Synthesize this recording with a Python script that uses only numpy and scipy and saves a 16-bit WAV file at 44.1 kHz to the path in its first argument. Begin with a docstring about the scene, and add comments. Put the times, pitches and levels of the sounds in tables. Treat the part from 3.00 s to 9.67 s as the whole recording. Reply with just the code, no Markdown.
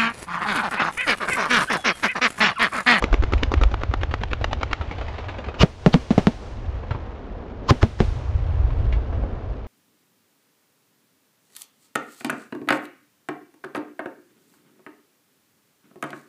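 """Open ground at night, a fireworks display heard from one spot.
Chains of small charges fire ten times a second, each a spike with scattered arrivals: the near ones dull
or sharp, the far ones blurred, over mortar thuds made of one deep swing. Two salvos of shells burst with
hard cracks and low booms, and filtered noise makes the far echoes that merge into a rolling rumble.
The bangs drive the recorder's limiter, so the rumble ducks after them and swells back."""
import sys
import numpy as np
from scipy import signal
from scipy.fft import rfft, irfft, next_fast_len
from scipy.io import wavfile
from scipy.ndimage import uniform_filter1d, minimum_filter1d, map_coordinates

SR = 44100
rng = np.random.default_rng(int(sys.argv[2]) if len(sys.argv) > 2 else 0)


def to_wav(sig):
    """Store sig (one row per channel, or 1-D mono) as 16-bit WAV at the path in sys.argv[1].

    Samples outside -1..1 are clipped; the rate is SR.
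    """
    pcm = np.clip(np.atleast_2d(sig), -1, 1) * 32767
    pcm = np.round(pcm).astype(np.int16)
    wavfile.write(sys.argv[1], SR, pcm.T)  # frames by channels


N = 294147  # length in samples

# All levels in the tables are relative; each source has its own trim in scene().
# deep rumble before, between and after the salvos: [t/s, level/dB]
RUMBLE_LEVEL = [
    [(0.0, -33), (0.76, -26.5), (0.86, -31.5), (1.64, -30.5), (2.56, -40), (2.72, -34.5)],
    [(3.1, -35), (3.89, -34), (4.074, -35.5), (4.274, -41.5), (4.498, -36), (4.65, -41)],
    [(5.05, -27.5), (5.126, -26.5), (5.758, -22.5), (6.6, -33)],
]
# far echoes before, between and after the salvos: [t/s, roar level/dB, hiss level/dB, crackle level/dB]
ECHO_LEVEL = [
    [(0.0, -41.5, -39.5, -46), (1.16, -48, -45, -50.5), (1.48, -42.5, -44.5, -48.5), (2.17, -50, -41, -47),
     (2.55, -43.5, -43, -56)],
    [(3.35, -45.5, -45, -61), (3.616, -45.5, -45.5, -52.5), (3.922, -44.5, -43.5, -53),
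     (4.352, -41, -45, -58), (4.65, -40, -44.5, -57)],
    [(5.1, -45, -44, -52), (5.328, -46, -44, -53), (5.734, -41.5, -43, -51.5), (6.33, -38.5, -42.5, -56.5),
     (6.65, -43.5, -47, -56.5)],
]
# spectra of the four echo layers: [f/Hz, density level/dB]
RUMBLE_SPECTRUM = [(12, -21.5), (22, -7.5), (45, 0), (75, -0.5), (100, -4.5), (130, -12), (200, -47.5),
                   (400, -77.5)]
ROAR_SPECTRUM = [(80, -25.5), (150, -4), (230, 0.5), (330, -2.5), (460, -2), (650, -8.5), (1100, -31.5),
                 (4000, -73)]
HISS_SPECTRUM = [(250, -24), (500, -1), (700, 1), (1050, -3), (1450, -7.5), (2200, -17), (3500, -26.5),
                 (7000, -43.5), (12000, -83)]
CRACKLE_SPECTRUM = [(700, -25.5), (1400, -4.5), (2000, -1.5), (3000, -4.5), (4200, -11.5), (6000, -19.5),
                    (7300, -26.5), (8500, -42), (15000, -51.5)]

# distant mortar thuds: [t of the deepest swing/s, peak level/dB, f/Hz]
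MORTAR_THUDS = [(0.131, -6.5, 41), (0.202, -5, 55), (.361, -6.5, 54.7), (0.485, -11, 60.4),
                (.577, -5, 65.3), (0.625, -5, 45.5), (0.666, -3.5, 50.5), (0.739, -9, 64),
                (0.899, -6.5, 73.4), (1.419, -15, 82.4), (1.811, -17.5, 66), (2.482, -18.5, 68),
                (3.916, -11, 96), (3.955, -16, 95), (5.09, -12, 77), (5.293, -15, 70), (5.359, -9.5, 71.5),
                (5.602, -6, 64), (5.649, -6.5, 50.5), (5.938, -6.5, 50), (5.975, -9.5, 55.7)]

# far chains, blurred by distance: [first t/s, last t/s, first level/dB, last level/dB, body/dB, bite/dB]
FAR_CHAINS = [(0.811, 2.01, -18.5, -14, 4.5, 1), (1.98, 2.484, -19.5, -16.5, 5, 3.5),
              (2.139, 2.541, -25, -22, -7, 1.5)]
# single far pops: [t/s, level/dB, body/dB, bite/dB]
FAR_POPS = [(0.377, -23, -8, 16), (0.572, -18.5, 4, 2), (2.291, -20, 6, 8), (2.462, -19.5, 9, 0),
            (3.831, -21, 4, -11), (3.907, -12, -6.5, -8), (3.945, -17.5, -12, -13), (5.702, -29, -5, 1),
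            (5.924, -19.5, 0, 8), (6.126, -18.5, 5, -10), (6.234, -17, 17, -9)]
# near dull reports: [t/s, level/dB]
DULL_REPORTS = [(0.0222, -5), (0.126, -3.5), (0.222, -6), (0.321, -8), (0.426, -10), (0.516, -6),
                (0.612, -4.5), (0.713, -12)]
# near sharp reports: [t/s, level/dB]
SHARP_REPORTS = [(0.039, -4), (0.14, -3), (0.236, -4), (0.334, -5), (0.432, -6.5), (0.538, -6.5),
                 (0.634, -8), (0.74, -11), (0.833, -10), (0.937, -8), (1.032, -11.5), (1.138, -9),
                 (1.234, -11.5), (1.331, -9), (1.442, -8), (1.529, -8.5), (1.63, -8.5), (1.73, -6.5)]
# tone along the sharp chain, full, then thin, then biting again: [t/s, body/dB, bite/dB]
SHARP_TONE = [(0.2, 11.5, 4), (0.42, 17, 12.5), (0.76, 2, -2), (1.1, 4, 2), (1.55, 1.5, 5.5)]
# spectra of a near report and of a far one: [f/Hz, level/dB]
NEAR_SPECTRUM = [(40, 8), (170, -10), (280, -1.5), (500, -3), (1200, 1.5), (1800, -6), (2800, -8),
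                 (4000, -10), (7000, -21.5), (8300, -43.5), (11000, -38.5), (15000, -59)]
FAR_SPECTRUM = [(40, -10), (200, -1.5), (500, 3.5), (1000, 2), (1800, -5.5), (2700, -5), (4200, -5),
                (7000, -17.5), (8500, -31.5), (15000, -61.5)]

# tearing rasps that swell into the hardest bangs: [t of the bang/s, level/dB, rise/s, brightest f/Hz]
RASPS = [(2.6301, -9, 0.027, 2930), (2.9435, -11.5, 0.013, 4430), (4.7065, -9.5, 0.018, 1113),
         (4.829, -17.5, 0.013, 1840), (5.006, -27, 0.018, 1840)]
# spectrum of a rasp before its bright band: [f/Hz, level/dB]
RASP_SPECTRUM = [(100, 7.5), (300, -6), (700, -5), (1200, -1.5), (2000, -14), (3000, -10), (5000, -13),
                 (7000, -22.5), (8500, -43.5), (15000, -38)]
# shell bursts: [t/s, crack level/dB, boom level/dB, boom f/Hz, boom length/s, hollow ring level/dB]
SHELL_BURSTS = [(2.6325, 10.5, 6.5, 162, .013, -18), (2.8622, 6.5, 5.5, 174, 0.015, -2.5),
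                (2.942, 8.5, 3.5, 180, 0.014, 0.5), (3.1063, -10, -4, 220, 0.012, -22),
                (3.179, -19, 0, 193, 0.0059, -21), (3.2702, 4, -4, 185, .012, -9.5),
                (4.7075, 6.5, 2, 118.5, 0.014, -6.5), (4.8297, 4.5, 2, 103, 0.015, -3.5),
                (5.0035, -2.5, -3, 141.5, 0.007, -12.5)]
# spectra of the crack, the grit in a bang and its long echo: [f/Hz, level/dB]
CRACK_SPECTRUM = [(60, -49), (250, 0), (550, 0), (1200, -0.5), (2500, -8), (5500, -20), (8500, -39.5),
                  (12000, -49), (15500, -52)]
GRIT_SPECTRUM = [(100, -4.5), (300, -0.5), (600, -4.5), (1300, -18.5), (3000, -25.5), (7000, -39),
                 (12000, -72)]
TAIL_SPECTRUM = [(100, 13.5), (400, 2), (1200, -8.5), (3000, -14), (6000, -22.5), (8000, -29),
                 (10000, -29.5), (12000, -41.5), (15000, -29.5)]

# decay of the scatter close by and of the land far off: [f/Hz, t60/s]
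NEAR_DECAY = [(200, 0.17), (1500, 0.11), (10000, 0.26)]
FAR_DECAY = [(200, 0.37), (2000, 0.85), (6000, 1.4), (12000, 0.71)]
# microphone response: [f/Hz, gain/dB]
MICROPHONE = [(20, 1), (7500, -2), (9500, -4), (12000, -6), (15500, -15)]

WAVE_DB, WAVES_PER_S = 0.56, 7  # slow waves in the roar and hiss
BEAT_S, UNEVEN_DB = 0.1, 0.8  # far chains: time between charges, spread of their strength
SUCTION_DB = -8.5  # suction behind a shock front, relative to the boom
CEILING_DB, HOLD_S, RELEASE_DB_PER_S = 0, 0.13, 96  # limiter
TOP_HZ = 15750  # upper band limit of the recorder


def amp(db):
    """Decibels to gain."""
    return 10 ** (np.asarray(db) / 20)


def unit(x):
    """Scaled to rms 1."""
    return x / np.sqrt(np.mean(x ** 2) + 1e-20)


def along(points, hz):
    """(f, value) points read on a log frequency axis."""
    f, v = np.transpose(points)
    return np.interp(np.log(hz + 1), np.log(f + 1), v)


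def wobble(rate):
    """A smooth random curve with the given number of knots a second."""
    knots = rng.standard_normal(int(N * rate / SR) + 4)
    return map_coordinates(knots, [np.arange(N) * rate / SR])


def curves(stretches):
    """One value per sample for each column after the time."""
    s, *columns = np.transpose(np.vstack(stretches))
    return [np.interp(np.arange(N) / SR, s, column) for column in columns]


def colour(x, spectrum, shelves=((100, 0), (10000, 0))):
    """Minimum-phase, causal filter with the gain of a spectrum plus optional shelves."""
    m = 2 * next_fast_len(len(x))
    hz = np.fft.rfftfreq(m, 1 / SR)
    gain_db = along(spectrum, hz) + along(shelves, hz)
    cepstrum = irfft(np.log(amp(gain_db)), m)
    # folding the cepstrum onto positive times makes the filter causal
    fold = 1 + np.sign(m / 2 - np.arange(m)) * (np.arange(m) > 0)
    response = np.exp(rfft(cepstrum * fold))
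    return irfft(rfft(x, m) * response, m)[:len(x)]


def noise(spectrum, size):
    """Coloured noise of rms 1."""
    return unit(colour(rng.standard_normal(size), spectrum))


def add(track, s, sound):
    """Mix a sound into the track from time s."""
    start = max(round(s * SR), 0)
    part = sound[:max(N - start, 0)]
    track[start:start + len(part)] += part


def scatter(decay, size):
    """A diffuse echo of energy 1; each frequency dies at its own speed."""
    hz, t, z = signal.stft(rng.standard_normal(size), SR, nperseg=256)
    fade = amp(-60 * t / along(decay, hz)[:, None])
    tail = signal.istft(z * fade, SR, nperseg=256)[1]
    return tail / np.linalg.norm(tail)


def rolling_echoes(rumble_db, roar_db, hiss_db, crackle_db, flutter_db, lumps_db, grain_db):
    """Countless far echoes: a lumpy rumble, and a roar, hiss and fine crackle that flutter together."""
    rumble_level, = curves(RUMBLE_LEVEL)
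    roar_level, hiss_level, crackle_level = curves(ECHO_LEVEL)
    flutter = flutter_db * wobble(60)
    waves = WAVE_DB * wobble(WAVES_PER_S)
    lumps = unit(amp(lumps_db * wobble(9.2)) * noise(RUMBLE_SPECTRUM, size=N))
    grains = unit(noise(CRACKLE_SPECTRUM, size=N) * amp(grain_db * wobble(580)))
    rumble = amp(rumble_level + rumble_db) * lumps
    roar = amp(roar_level + roar_db + waves + flutter) * noise(ROAR_SPECTRUM, size=N)
    hiss = amp(hiss_level + hiss_db + waves + flutter) * noise(HISS_SPECTRUM, size=N)
    crackle = amp(crackle_level + crackle_db + flutter) * grains
    return rumble + roar + hiss + crackle


def mortar_thuds(level_db, cycles):
    """Distant mortars: one deep swing of pressure between two smaller ones."""
    track, t = np.zeros(N), np.arange(-(SR // 16), SR // 16) / SR
    for s, db, hz in MORTAR_THUDS:
        envelope = np.exp(-(hz * t / cycles) ** 2)
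        swing = -np.cos(2 * np.pi * hz * t) * envelope
        add(track, s + t[0], amp(db + level_db) * swing)
    return track


def far_charges():
    """Each far chain fires on a steady beat and grows louder, its charges slightly uneven in strength."""
    rows = []
    for first, last, first_db, last_db, body, bite in FAR_CHAINS:
        count = round((last - first) / BEAT_S) + 1
        times = np.linspace(first, last, count)
        strengths = np.linspace(first_db, last_db, count) + UNEVEN_DB * rng.standard_normal(count)
        rows += [(s, db, body, bite) for s, db in zip(times, strengths)]
    return rows


def dull_charges(body_db, bite_db):
    """The near dull charges all share one tone."""
    return [(s, db, body_db, bite_db) for s, db in DULL_REPORTS]


def sharp_charges():
    """The tone of the near sharp charges drifts along their chain."""
    when, body, bite = np.transpose(SHARP_TONE)
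    return [(s, db, np.interp(s, when, body), np.interp(s, when, bite)) for s, db in SHARP_REPORTS]


def reports(rows, spectrum, level_db, smear_s, smear_db, ground, echo_db, treble_db):
    """Each small charge: a spike, its inverted bounce off the ground and a clump of scattered arrivals."""
    track, t = np.zeros(N), np.arange(SR // 6) / SR
    for s, db, body, bite in rows:
        # a few strong paths among many weak ones give every shot its own colour
        clump = rng.standard_normal(len(t)) ** 3 * t * np.exp(-t / smear_s)
        paths = amp(smear_db) * clump / np.linalg.norm(clump)
        direct = round(0.0025 * SR)
        bounce = direct + round(rng.uniform(0.0002, 0.0005) * SR)
        paths[direct] += 1
        paths[bounce] -= ground
        tone = [(350, body), (1000, 0.0018), (2300, bite), (5000, bite + treble_db)]
        pop = colour(paths, spectrum, tone)
        pop *= amp(db + level_db) / np.linalg.norm(pop)
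        echo = signal.fftconvolve(pop, scatter(NEAR_DECAY, size=SR // 5))
        add(track, s, pop)
        add(track, s, amp(echo_db) * echo)
    return track


def rasps(level_db, focus_db):
    """A brief tearing noise, brightest in one band, that swells and stops short at the crack."""
    track, ahead = np.zeros(N), np.arange(SR // 16)[::-1] / SR  # time left before the bang
    for s, db, rise, hz in RASPS:
        swell = np.exp(-(ahead / rise) ** 3) + 0.12 * np.exp(-ahead / rise)
        bright_band = [(hz / 1.7, 0), (hz, focus_db), (hz * 1.13, 0)]
        tear = colour(noise(RASP_SPECTRUM, size=len(ahead)), bright_band)
        add(track, s - ahead[0], amp(db + level_db) * swell * unit(tear))
    return track


def shells(crack_db, punch_db, punch_hz, grit_db, grit_t60, ring_hz, ring_t60, tail_db):
    """A shock front, a few swings of low boom, and a long echo from the land around."""
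    track, t = np.zeros(N), np.arange(SR // 8) / SR
    crack = colour(signal.unit_impulse(len(t)), CRACK_SPECTRUM)
    crack /= abs(crack).max()
    for s, front_db, boom_db, hz, length, ring_db in SHELL_BURSTS:
        add(track, s, amp(front_db + crack_db) * crack)
        # the suction behind the front leads the boom, which stops quickly
        suction = np.exp(-((t - 0.0007) / 0.0004) ** 2)
        add(track, s, -amp(boom_db + SUCTION_DB) * suction)
        # a higher swing, different in every shell, gives the boom its punch
        shell_punch_hz = punch_hz * np.exp(0.12 * rng.standard_normal())
        punch = amp(punch_db) * np.sin(2 * np.pi * shell_punch_hz * t)
        boom = (np.sin(2 * np.pi * hz * t) + punch) * np.exp(-(t / length) ** 4)
        add(track, s + 0.00097, amp(boom_db) * boom)
        grit = noise(GRIT_SPECTRUM, size=len(t))
        add(track, s, amp(boom_db + grit_db - 60 * t / grit_t60) * grit)
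        # a short hollow ring follows the blow
        shell_ring_hz = ring_hz * np.exp(0.06 * rng.standard_normal())
        ring = np.sin(2 * np.pi * shell_ring_hz * t)
        add(track, s + length, amp(ring_db - 60 * t / ring_t60) * ring)
        land_echo = colour(scatter(FAR_DECAY, size=2 * SR), TAIL_SPECTRUM)
        add(track, s, amp(boom_db + tail_db) * land_echo)
    return track


def scene():
    """All the fireworks, from the far rumble to the shells, heard from one spot."""
    echoes = rolling_echoes(rumble_db=2.5, roar_db=2.0, hiss_db=0.5, crackle_db=-0.5,
                            flutter_db=0.4, lumps_db=2.23, grain_db=3)
    mortars = mortar_thuds(level_db=-3.5, cycles=0.7)
    far = reports(far_charges() + FAR_POPS, FAR_SPECTRUM, level_db=12.0, smear_s=0.0031, smear_db=15,
                  ground=0.3, echo_db=0.0, treble_db=-16.5)
    dull = reports(dull_charges(body_db=10, bite_db=-5), NEAR_SPECTRUM, level_db=12, smear_s=0.0021,
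                   smear_db=7, ground=0.26, echo_db=0, treble_db=-2.5)
    sharp = reports(sharp_charges(), NEAR_SPECTRUM, level_db=15.5, smear_s=0.0018, smear_db=0,
                    ground=0.27, echo_db=-16.0, treble_db=-9.5)
    tearing = rasps(level_db=-3.0, focus_db=10)
    bangs = shells(crack_db=-1.0, punch_db=-12.5, punch_hz=407, grit_db=-8.5, grit_t60=0.09,
                   ring_hz=243, ring_t60=0.07, tail_db=15.5)
    return (echoes + mortars + far + dull + sharp + tearing + bangs)[None]


def limiter(x):
    """The gain drops just ahead of a peak, holds, then recovers steadily in decibels."""
    ahead, span = SR // 1000, round(HOLD_S * SR)
    excess = 20 * np.log10(np.maximum(abs(x) / amp(CEILING_DB), 1))
    # a running maximum holds each cut
    held = -minimum_filter1d(-excess, span, origin=(span - 1) // 2 - ahead)
    release = RELEASE_DB_PER_S * np.arange(N) / SR
    cut_db = np.maximum.accumulate(held + release) - release
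    return x * amp(-uniform_filter1d(cut_db, ahead))


def record(dry):
    """Limiting, rounding of the highest peaks, the microphone's duller top, then the band limit."""
    limited = limiter(dry[0])
    rounded = limited / (1 + limited ** 6) ** (1 / 6)
    heard = colour(rounded, MICROPHONE)
    m = next_fast_len(N + SR // 2)
    in_band = np.fft.rfftfreq(m, 1 / SR) < TOP_HZ
    return irfft(rfft(heard, m) * in_band, m)[None, :N]


dry = scene()
out = record(dry)
to_wav(out)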